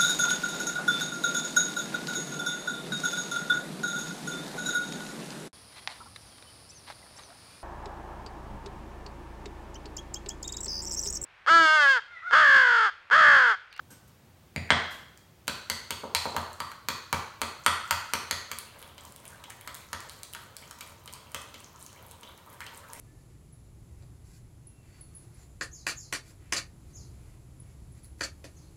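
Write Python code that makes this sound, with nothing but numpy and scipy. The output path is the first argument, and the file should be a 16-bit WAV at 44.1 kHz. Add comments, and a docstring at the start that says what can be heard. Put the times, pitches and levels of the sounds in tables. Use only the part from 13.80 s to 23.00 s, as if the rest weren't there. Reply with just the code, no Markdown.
"""Cup set down, thick cream stirred

Close by in a hard, ringing kitchen: a spoon is taken up, a small cup lands on the stone counter, then the spoon stirs
cream in a ceramic bowl, with knocks about four a second, later gentler. Knocks are damped resonances with dying sines;
stirring is random slips and gliding bubbles; squishes, scrapes and brushes are filtered noise; pops and two light
ticks are short snaps. Behind it lie echoes, a noise tail, booming room modes and a steady rumble and hiss."""
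import sys
import numpy as np
from scipy import signal
from scipy.fft import rfft, irfft
from scipy.io import wavfile
from scipy.ndimage import uniform_filter1d

SR = 44100
rng = np.random.default_rng(int(sys.argv[2]) if len(sys.argv) > 2 else 0)


def inscribe(sig):
    """Save sig as 16-bit PCM at rate SR to the path in sys.argv[1].

    A 1-D sig is mono; a 2-D sig holds one channel per row.
    Samples are clipped to [-1, 1] before scaling.
    """
    pcm = np.round(np.clip(np.atleast_2d(sig).T, -1, 1) * 32767)
    wavfile.write(sys.argv[1], SR, pcm.astype(np.int16))


N = 405719  # length in samples

# Borders of the seven registers in Hz; every list of seven levels or shares follows them from low to high.
REGISTER_EDGES_HZ = [60, 250, 800, 1700, 3000, 6000, 9500, 16000]

# Spoon knocking the bowl. Each row: start in seconds, strength in dB, hardness of the contact in dB,
# weight passed to the counter in dB, wall pitch in Hz, rim pitch in Hz.
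BOWL_KNOCKS = [(1.6798, -34, -2, 0.5, 1550, 2490), (1.8994, -38.5, 6, 4.5, 1490, 2020),
               (2.1066, -40.5, 4.5, 4.5, 1540, 2200), (2.2344, -40, -38, 11, 930, 2460),
               (2.349, -33, 3.5, 1, 920, 2400), (2.455, -34, -32, 8.5, 810, 2400),
               (2.5461, -41.5, -28, 10, 875, 2400), (2.5647, -30, -12.5, 3, 970, 2120),
               (2.803, -33.5, -12.5, -3.5, 1080, 2340), (2.9165, -46.5, -11, -16, 1480, 1930),
               (3.0859, -33, -3, 0.5, 1080, 2400), (3.3281, -27.5, -10, 2, 1140, 2300),
               (3.6167, -32, -4.5, 0, 1190, 2520), (3.863, -21, -7, -6.5, 1290, 1910),
               (4.1088, -26, -6, -3, 1330, 2820), (4.3357, -31, -2.5, -1, 1230, 2430),
               (4.5107, -36.5, 4.5, 2, 1250, 1900), (4.7153, -41.5, 1, 0, 1180, 2250),
               (5.875, -43.5, -4, -3, 1290, 2000), (6.1307, -38, -4.5, 0, 1330, 1810),
               (6.5488, -45, -5.5, -5, 1460, 1860), (7.0084, -51, 5, -2, 1250, 2300),
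               (7.5456, -41, 0.5, 2.5, 1190, 3070), (8.8052, -44.5, -9, -14, 1510, 2050)]
# A plain knock. Each entry: level of one register in dB against the strength.
PLAIN_KNOCK_DB = [-19, -10.5, 1, 1, 0, 1, -2]
# Cream under the spoon takes away the treble. Each entry: share of the hardness that one register follows.
HARDNESS_SHARE = [0.17, 0.019, 0.035, 0.66, 0.78, 0.9, 0.76]
# Each entry: share of the weight that one register follows.
COUNTER_WEIGHT_SHARE = [1, 1, 0, 0, 0, 0, 0]
# Bowl damped by cream and hand, standing on the counter. Each row: mode in Hz, width in Hz, level in dB.
BOWL_MODES = [(98.5, 29, 3), (150, 23, -2.5), (219, 37, 0), (400, 140, 0), (547, 105, 5), (975, 85, -1.5),
              (1370, 250, -4.5), (2034, 400, -7), (2590, 69, -1.5), (3270, 780, -4), (3940, 630, -15),
              (4440, 390, -8), (5180, 340, -9.5), (6350, 540, -1.5), (7290, 640, 0), (8360, 710, 0),
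              (9450, 880, -8.5), (11540, 610, -5.5), (13700, 1100, -13.5)]
# A firm knock is over at once, a gentle one slides on. Each row: strength in dB, mean contact delay in seconds.
CONTACT_SMEAR = [(-47, .0016), (-39, .0008)]
# The strongest blows lose their very top. Each row: strength in dB, upper edge in Hz.
KNOCK_TOP_EDGE = [(-29, 21000), (-21, 12000)]
RIM_GAIN = 1.4  # dB on the rim's note per dB of hardness above 0
# Held spoon, a close cluster of modes. One row: centre in Hz, spread to either side in Hz, t60 in seconds.
HELD_SPOON_RING = (4320, 310, .033)
# The grip damps the spoon. Each row: time in seconds, ring in dB against strength plus hardness.
SPOON_GRIP = [(1.7, 0.5), (2.1, -5), (2.35, 3.5), (3.1, 1), (3.85, -10), (4.5, -5), (6, -11)]
# The spoon's tip grazing the rim. Each row: start in seconds, strength in dB.
RIM_GRAZES = [(5.18, -51.5), (5.639, -49.5), (7.2765, -49), (7.7427, -49.5), (8.4318, -52), (8.8651, -48)]
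# Each entry: level of one register of a graze in dB against its strength.
RIM_GRAZE_DB = [-23, -11, -7.5, -2.5, 0, -5.5, -9]
# Pitches of a graze. One row: wall in Hz, rim in Hz.
RIM_GRAZE_HZ = (1230, 3040)

# Pace of the stirring. Each row: time in seconds, strokes done.
STROKE_PACE = [(1.7, 0), (5.03, 14), (5.72, 17), (6.6, 20), (7.84, 25), (8.02, 26), (9.18, 31)]
# How hard the spoon drags through the cream. Each row: time in seconds, level in dB before the layers' own trims.
DRAG_LEVEL = [(1.7, -67), (2.6, -57), (3.3, -70.5), (4.4, -60.5), (5.3, -57.5), (7.4, -58.5), (8.5, -58),
              (9.2, -54.5)]
SQUELCH_SWING_DB, FIZZ_SWING_DB = 1.5, 4.5  # swing to either side within each stroke
# Spectrum of the spoon's slips in the bowl's hollow. Each row: frequency in Hz, relative level in dB per Hz.
SQUELCH_SPECTRUM = [(100, -3), (300, -17), (550, 3.5), (800, -3.5), (1000, 4.5), (1350, -1.5), (1800, -9.5),
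                    (3000, -13.5), (4400, -14), (6000, -35.5), (12000, -16.5)]
# Spectrum of fizz and sliding hiss. Each row: frequency in Hz, relative level in dB per Hz.
FIZZ_SPECTRUM = [(1500, -1), (4000, -7.5), (7500, 1), (10300, -7.5), (12000, 1.5), (15500, -16),
                 (17000, -17)]
# Pitches of the slurping bubbles. One row: lowest in Hz, highest in Hz.
SLURP_RANGE_HZ = (835, 3700)
# Pitches of the crackling bubbles. One row: lowest in Hz, highest in Hz.
CRACKLE_RANGE_HZ = (5900, 12800)
# Cream squishing around the spoon, and the spoon's short scrapes after gentle knocks.
# Each row: start in seconds, level in dB, centre of the band in Hz.
SQUISHES_AND_SCRAPES = [(5.01, -66, 1100), (5.6, -53, 1100), (5.68, -54.5, 845), (5.895, -51, 1380),
                        (6.585, -52, 1390), (7.249, -58, 1050), (7.32, -53, 1030), (7.94, -55.5, 1140),
                        (8.42, -56, 1030), (8.659, -59, 1080), (8.811, -46.5, 1980), (8.912, -58, 1000),
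                        (9.031, -53, 1380)]

# Louder pops in the cream, after two light ticks before the stirring.
# Each row: start in seconds, snap in dB over 10 ms, hollow body in dB against the snap.
TICKS_AND_POPS = [(1.3755, -56, -8), (1.672, -56, -2), (2.7312, -51.5, -13), (4.7869, -36.5, -8.5),
                  (5.027, -52, 1.5), (5.2521, -50, -19), (5.3622, -50, -7), (5.4542, -51, -4),
                  (5.704, -45.5, -2.5), (5.8113, -50, -5), (5.9453, -44.5, -22), (5.951, -45, -7),
                  (6.205, -48, -5), (6.296, -47, -1), (6.433, -41.5, -7.5), (6.5355, -43, -5),
                  (6.7672, -44, -4.5), (6.911, -45.5, -3), (7.3273, -49.5, -20), (7.3368, -44.5, -5.5),
                  (8.0642, -47.5, -7), (8.3122, -49.5, -13), (9.1335, -43, -10)]
# Small pops once the cream is loose: start in seconds, rate per second, mean snap in dB, hollow in dB against the snap.
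LOOSE_S, SMALL_POPS_PER_S, SMALL_POP_DB, SMALL_HOLLOW_DB = 4.8, 3.5, -54, -12
SNAP_HZ, SNAP_SCATTER = 8630, 0.31  # middle pitch of a snap, its scatter as a share to either side

PICKUP_S, CUP_S = .7618, .9044  # when the spoon is taken off the counter, and when the cup lands
# Spoon's handle on the counter. Each row: mode in Hz, width in Hz, level in dB.
HANDLE_MODES = [(110, 49, 0), (178, 56, 2), (620, 240, 0), (2080, 260, 1), (2400, 230, -3.5),
                (3800, 300, -20), (4740, 150, -6.5), (6980, 220, -3), (8900, 640, -10),
                (12470, 1500, -22.5)]
# Each entry: strength of the pickup in one register in dB over 10 ms.
PICKUP_LEVELS_DB = [-40, -44, -45.5, -33.5, -42.5, -44.5, -53]
# Cup on the counter. Each row: mode in Hz, width in Hz, level in dB.
CUP_MODES = [(107, 52.5, 1), (167, 40, -1), (240, 19, -0.5), (447, 37, -4.5), (610, 294.5, -1.5),
             (1010, 153, -7), (1656, 302.5, 2), (2060, 301, 6), (2780, 297, -0.5), (3600, 500, -20),
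             (4580, 694, -13), (5660, 904, -22.5), (7030, 1404.5, -16), (8360, 246.5, -3.5)]
# Each entry: strength of the cup's knock in one register in dB over 10 ms.
CUP_LEVELS_DB = [-38, -30, -20, -20.5, -28, -35.5, -65]
# The cup's longer ring. Each row: mode in Hz, level in dB, t60 in seconds.
CUP_CLINK = [(3010, -5, 0.03), (3275, 12, 0.015), (3440, -5.5, 0.027), (3270, -23.5, 0.65),
             (8540, -17.5, .07)]
# Light brushes of spoon and hand on the cup. Each row: start in seconds, hiss in dB, ring in dB,
# t60 of the hiss in seconds.
CUP_BRUSHES = [(0.103, -50, -51.5, 0.22), (0.276, -54, -76, 0.065), (1.106, -49.5, -85, 0.36)]
# The free spoon. Each row: mode in Hz, level in dB, t60 in seconds.
FREE_SPOON = [(1500, 1.5, .07), (1570, 2.5, 0.045), (5800, -12, 0.32), (8360, -3, .3), (10910, -3, 0.14)]

# Decay of the kitchen. Each row: frequency in Hz, t60 in seconds.
KITCHEN_T60 = [(100, 0.18), (300, 0.58), (800, 0.62), (2000, 0.68), (4500, 0.71), (8000, 0.53),
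               (14000, 0.38)]
# Strength of the kitchen's tail. Each row: frequency in Hz, level in dB.
KITCHEN_DB = [(60, -19.5), (130, 14.5), (400, 4), (1200, 2.5), (2500, -0.5), (4500, 1.5), (7500, -4.5),
              (14000, -7)]
# First echoes. Each row: delay in seconds, gain before the low-pass.
FIRST_ECHOES = [(.0013, 0.079), (.0062, 0.38), (.0068, 0.039), (0.0163, .22), (0.0183, 0.44)]
# Standing waves above the deep boom. Each row: mode in Hz, level in dB against the boom, t60 in seconds.
STANDING_WAVES = [(230, -6, 0.47), (445, -9.5, 0.49)]
# Spectrum of the room's air. Each row: frequency in Hz, relative level in dB per Hz.
AIR_SPECTRUM = [(15, -54), (25, -39), (64, -7.5), (108, -4.5), (141, -8.5), (170, -11), (190, -13),
                (223, -13), (277, -17.5), (363, -15), (405, -21.5), (503, -19.5), (1260, -25.5),
                (10400, -37.5), (16000, -35.5)]
AIR_DB = -57.5  # rms level
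EDGE_HZ = 16300  # upper limit of the recorder


def spoon_clicks(count=12):
    """Hard contacts are bright and set the spoon ringing, heavy ones thud into the counter; grazes only tick."""
    out = np.zeros(N)
    centre_hz, spread_hz, t60 = HELD_SPOON_RING
    cluster = [(hz, 0, t60) for hz in centre_hz + spread_hz * np.linspace(-1, 1, count)]
    for s, db, hard_db, weight_db, wall_hz, rim_hz in BOWL_KNOCKS:
        levels_db = db + np.array(PLAIN_KNOCK_DB)
        levels_db = levels_db + hard_db * np.array(HARDNESS_SHARE)
        levels_db = levels_db + weight_db * np.array(COUNTER_WEIGHT_SHARE)
        add(out, s, bowl_blow(levels_db, db, hard_db, wall_hz, rim_hz))
        grip_db = np.interp(s, *np.transpose(SPOON_GRIP))
        add(out, s, ringing(cluster, db + hard_db + grip_db, spot_db=3.0))
    for s, db in RIM_GRAZES:
        add(out, s, bowl_blow(db + np.array(RIM_GRAZE_DB), db, 0, *RIM_GRAZE_HZ))
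    return out


def bowl_blow(levels_db, strength_db, hard_db, wall_hz, rim_hz):
    """The pitches of wall and rim shift with where the spoon lands and how much cream lies there."""
    shifts = 1 + .05 * rng.uniform(-1, 1, len(BOWL_MODES))
    modes = [(hz * shift, width, db) for shift, (hz, width, db) in zip(shifts, BOWL_MODES)]
    modes.append((wall_hz, 200, 0.0))
    # a bare, hard contact brings out the rim's note
    modes.append((rim_hz, 200, -2.5 + RIM_GAIN * max(hard_db, 0)))
    smear_s = np.interp(strength_db, *np.transpose(CONTACT_SMEAR))
    top_hz = np.interp(strength_db, *np.transpose(KNOCK_TOP_EDGE))
    return cut(blow(modes, levels_db, smear_s, spot_db=2.8), top_hz, "low", order=3)


def stirring(rubs_per_s=500, fizz_per_s=900):
    """Tiny slips sound in the bowl's hollow, bubbles slurp and crackle above; all swell with each stroke."""
    t = np.arange(N) / SR
    drag_db = np.interp(t, *np.transpose(DRAG_LEVEL), left=-100)
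    stroke = np.cos(2 * np.pi * np.interp(t, *np.transpose(STROKE_PACE)))
    rub = coloured(grains(rubs_per_s, 4.0), SQUELCH_SPECTRUM)
    slurp = bubbles(SLURP_RANGE_HZ, per_s=110, cycles=1.6, spread_db=4.0)
    fizz = coloured(grains(fizz_per_s, 3.0), FIZZ_SPECTRUM)
    crackle = bubbles(CRACKLE_RANGE_HZ, per_s=160, cycles=1.1, spread_db=5.5)
    # low and high layers waver separately
    low_db = drag_db + SQUELCH_SWING_DB * stroke + 2.6 * wander(9)
    high_db = drag_db + FIZZ_SWING_DB * stroke + 4.0 * wander(9)
    low = (amp(-6.5) * rub + amp(-9.5) * slurp) * amp(low_db)
    high = (amp(-14.0) * fizz + amp(-9.0) * crackle) * amp(high_db)
    return low + high


def bubbles(range_hz, per_s, cycles, spread_db, count=16):
    """Bubbles of many sizes, each a few dying cycles that glide up as it opens; rms 1."""
    out = np.zeros(N)
    for hz in np.geomspace(*range_hz, count):
        turns = np.arange(int(6 * cycles * SR / hz)) * hz / SR
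        age = turns / cycles
        pip = age * np.exp(-age) * np.sin(2 * np.pi * turns * (1 + 0.02 * age))
        pip = pip / np.linalg.norm(pip)
        out += signal.oaconvolve(grains(per_s / count, spread_db), pip)[:N]
    return evened(out)


def squishes_and_scrapes(rise_s=0.0081, width=0.16, slips_per_s=700):
    """Cream squishing around the spoon, or a short scrape of it: a quick run of slips through a narrow band."""
    out, t = np.zeros(N), np.arange(SR // 6) / SR
    swell = t / rise_s * np.exp(1 - t / rise_s)  # peaks at 1 after rise_s
    for s, db, hz in SQUISHES_AND_SCRAPES:
        slips = rng.standard_normal(len(t)) * (rng.random(len(t)) < slips_per_s / SR)
        band = evened(cut(slips, [hz / (1 + width), hz * (1 + width)], "band"))
        add(out, s, amp(db) * band * swell)
    return out


def ticks_and_pops():
    """Two light ticks before the stirring, then louder pops in the cream with small ones scattered between."""
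    out = np.zeros(N)
    for s, snap_db, hollow_db in TICKS_AND_POPS:
        add(out, s, snap_and_body(snap_db, hollow_db))
    # one small pop at a chance moment of each slot
    for slot_s in np.arange(LOOSE_S, N / SR, 1 / SMALL_POPS_PER_S):
        s = slot_s + rng.random() / SMALL_POPS_PER_S
        add(out, s, snap_and_body(SMALL_POP_DB + 2 * rng.standard_normal(), SMALL_HOLLOW_DB))
    return out


def snap_and_body(snap_db, hollow_db, snap_s=.00009, body_hz=2900, body_s=0.00051):
    """A snap in a few uneven jerks, as when a film of cream tears, with a dull, hollow tick under it."""
    t = np.arange(1024) / SR
    hz = SNAP_HZ * (1 + SNAP_SCATTER * (2 * rng.random() - 1))
    tear = rng.standard_normal(len(t)) * np.exp(-t / 0.0017)
    jerks = np.zeros(len(t))
    jerks[[0, *rng.integers(3, 45, 2)]] = 1, *rng.uniform(-.7, .7, 2)
    tick = np.sin(2 * np.pi * hz * t) * np.exp(-t / snap_s)
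    snap = signal.fftconvolve(jerks, tick)[:len(t)] + 0.056 * tear
    hollow_hz = body_hz * rng.uniform(0.3, 1.66)
    body = np.sin(2 * np.pi * hollow_hz * t) * np.exp(-t / body_s) + 0.4 * tear
    snap = sized(cut(snap, 6200, "high"), snap_db)
    return snap + sized(cut(body, [1200, 5500], "band"), snap_db + hollow_db)


def counter_knocks(clink_db=-22.5, touch_db=-25.5):
    """The spoon is taken up; then the cup grazes the stone and lands: a blunt knock with a short clink."""
    out = np.zeros(N)
    add(out, PICKUP_S, blow(HANDLE_MODES, PICKUP_LEVELS_DB, smear_s=.0003, spot_db=.5))
    knock = blow(CUP_MODES, CUP_LEVELS_DB, smear_s=.0013, spot_db=.5)
    # the graze is a faint, narrow copy of the landing, 12.5 ms ahead of it
    add(out, CUP_S - .0125, amp(touch_db) * cut(knock, [1500, 2600], "band"))
    add(out, CUP_S, cut(knock, 9000, "low", order=4))
    add(out, CUP_S, ringing(CUP_CLINK, clink_db, spot_db=4.0))
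    return out


def brushes():
    """A soft sliding hiss that sets the spoon ringing faintly."""
    out, t = np.zeros(N), np.arange(SR // 2) / SR
    onset = 1 - np.exp(-t / 0.0038)
    for s, hiss_db, ring_db, t60 in CUP_BRUSHES:
        hiss = coloured(rng.standard_normal(len(t)), FIZZ_SPECTRUM) * amp(hiss_db - 60 * t / t60)
        add(out, s, (hiss + amp(ring_db) * ring(FREE_SPOON, t)) * onset)
    return out


def kitchen(x, boom_hz=84, boom_db=8.0, build_s=0.00086):
    """Echoes from counter and cupboards, a dense tail, and a few booming room modes."""
    t = np.arange(SR) / SR
    # sparse random taps, decaying at each frequency's own pace
    taps = rng.choice([-1., 1.], SR) * (rng.random(SR) < 9000 / SR)
    hz, at, z = signal.stft(evened(taps), SR, nperseg=256)
    t60 = read(KITCHEN_T60, hz)[:, None]
    decay = amp(read(KITCHEN_DB, hz)[:, None] - 60 * at / t60)
    equal_energy = np.sqrt(2 * np.log(1000) / (t60 * SR))  # long and short decays carry the same energy
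    tail = signal.istft(z * decay * equal_energy, SR, nperseg=256)[1][:SR]
    tail = tail * (1 - np.exp(-(t / build_s) ** 2))
    early = np.zeros(SR)
    for s, gain in FIRST_ECHOES:
        add(early, s, np.array([gain]))
    early = cut(early, 3300, "low", order=1)
    boom = ring([(boom_hz, 0, .45)] + STANDING_WAVES, t) * (1 - np.exp(-t / 0.0053))
    boom = amp(boom_db) * boom * boom_hz / SR * 2
    return signal.fftconvolve(x, tail + early + boom)[:N]


def air():
    """Steady low rumble and hiss of the room, as shaped noise."""
    return amp(AIR_DB) * coloured(rng.standard_normal(N), AIR_SPECTRUM)


def blow(modes, levels_db, smear_s, spot_db):
    """One knock through damped resonances; the spot that is hit decides how much each mode speaks."""
    size = 8192
    hz = np.fft.rfftfreq(size, 1 / SR)
    spots = amp(spot_db * rng.standard_normal(len(modes)))
    power = np.zeros(len(hz))
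    for spot, (f, width, db) in zip(spots, modes):
        power += (spot * amp(db)) ** 2 / (1 + (2 * (hz - f) / width) ** 2)
    # little sounds below the lowest register
    steep = (hz / REGISTER_EDGES_HZ[0]) ** 8
    power *= steep / (1 + steep) + 1e-8
    bands = list(zip(REGISTER_EDGES_HZ[:-1], REGISTER_EDGES_HZ[1:]))
    middles_hz = np.sqrt(np.prod(bands, 1))
    for _ in range(4):
        # a smooth tilt brings each register towards its strength over 10 ms
        now = [np.sum(power[(hz >= lo) & (hz < hi)]) * 2 / size / (.01 * SR) for lo, hi in bands]
        lift_db = np.array(levels_db) - 10 * np.log10(now)
        power = power * amp(read(list(zip(middles_hz, lift_db)), hz)) ** 2
    # minimum phase: the sound starts at once and dies away
    log_gain = np.log(power + 1e-20) / 2
    mirrored = np.r_[log_gain, log_gain[-2:0:-1]]
    causal = -signal.hilbert(mirrored).imag[:len(hz)]
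    # the chattering contact delays each frequency a little differently
    delay_s = smear_s * evened(uniform_filter1d(rng.standard_normal(len(hz)), size=90)) ** 2
    phase = causal - 2 * np.pi * np.cumsum(delay_s) * SR / size
    return irfft(np.exp(log_gain + 1j * phase))[:size // 2]


def ringing(modes, db, spot_db):
    """The longer ring that a knock leaves; each mode starts at a chance point of its swing."""
    t = np.arange(SR * 3 // 4) / SR
    out = np.zeros(len(t))
    for hz, level, t60 in modes:
        decay = amp(level + spot_db * rng.standard_normal() - 60 * t / t60)
        out += decay * np.sin(2 * np.pi * (hz * t + rng.random()))
    return sized(out * (1 - np.exp(-t / 0.00025)), db)


def ring(modes, t):
    """Sum of dying sines."""
    return sum(amp(db - 60 * t / t60) * np.sin(2 * np.pi * hz * t) for hz, db, t60 in modes)


def grains(per_s, spread_db):
    """Random clicks, a few of them large."""
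    at = np.flatnonzero(rng.random(N) < per_s / SR)
    sizes_db = spread_db * np.minimum(rng.exponential(1, len(at)), 3.5)
    out = np.zeros(N)
    out[at] = amp(sizes_db) * rng.choice([-1, 1], len(at))
    return out


def wander(per_s):
    """Smooth chance of rms 1, from low-passed noise."""
    return evened(cut(rng.standard_normal(N), per_s, "low"))


def coloured(x, spectrum):
    """Filters by a spectrum; rms 1."""
    gain = amp(read(spectrum, np.fft.rfftfreq(len(x), 1 / SR)))
    return evened(irfft(rfft(x) * gain, len(x)))


def cut(x, hz, kind, order=2):
    """Causal low-, high- or band-pass."""
    edges_hz = np.clip(hz, 10, SR / 2 - 100)
    return signal.sosfilt(signal.butter(order, edges_hz, kind, fs=SR, output="sos"), x)


def amp(db):
    """Decibels to gain."""
    return 10 ** (np.asarray(db) / 20)


def evened(x):
    """Scales to rms 1."""
    return x / np.sqrt(np.mean(x ** 2) + 1e-20)


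def sized(x, db):
    """Gives a short sound the energy of 10 ms at this level."""
    return amp(db) * x * np.sqrt(.01 * SR / (np.sum(x ** 2) + 1e-20))


def read(points, hz):
    """Reads a table on a log-frequency axis."""
    f, value = np.transpose(points)
    return np.interp(np.log(hz + 1), np.log(f), value)


def add(mix, s, sound):
    """Mixes a sound in at time s."""
    part = mix[max(round(s * SR), 0):][:len(sound)]
    part += sound[:len(part)]


def scene():
    """Every source is heard directly and through the kitchen, over the room's air."""
    knocks = spoon_clicks() + counter_knocks()
    knocks = cut(knocks, 43, "high", order=3)  # the heavy counter barely moves in the deep bass
    snaps = ticks_and_pops()
    soft = stirring() + squishes_and_scrapes() + brushes()
    wet = kitchen(knocks + amp(0.5) * snaps + soft)
    return (knocks + snaps + soft + wet + air())[None]


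def record(dry):
    """The recorder's band limit, a steep low-pass."""
    lowpass = signal.firwin(255, EDGE_HZ, window=("kaiser", 9), fs=SR)
    return signal.oaconvolve(dry, lowpass[None], "same")


dry = scene()
out = record(dry)
inscribe(out)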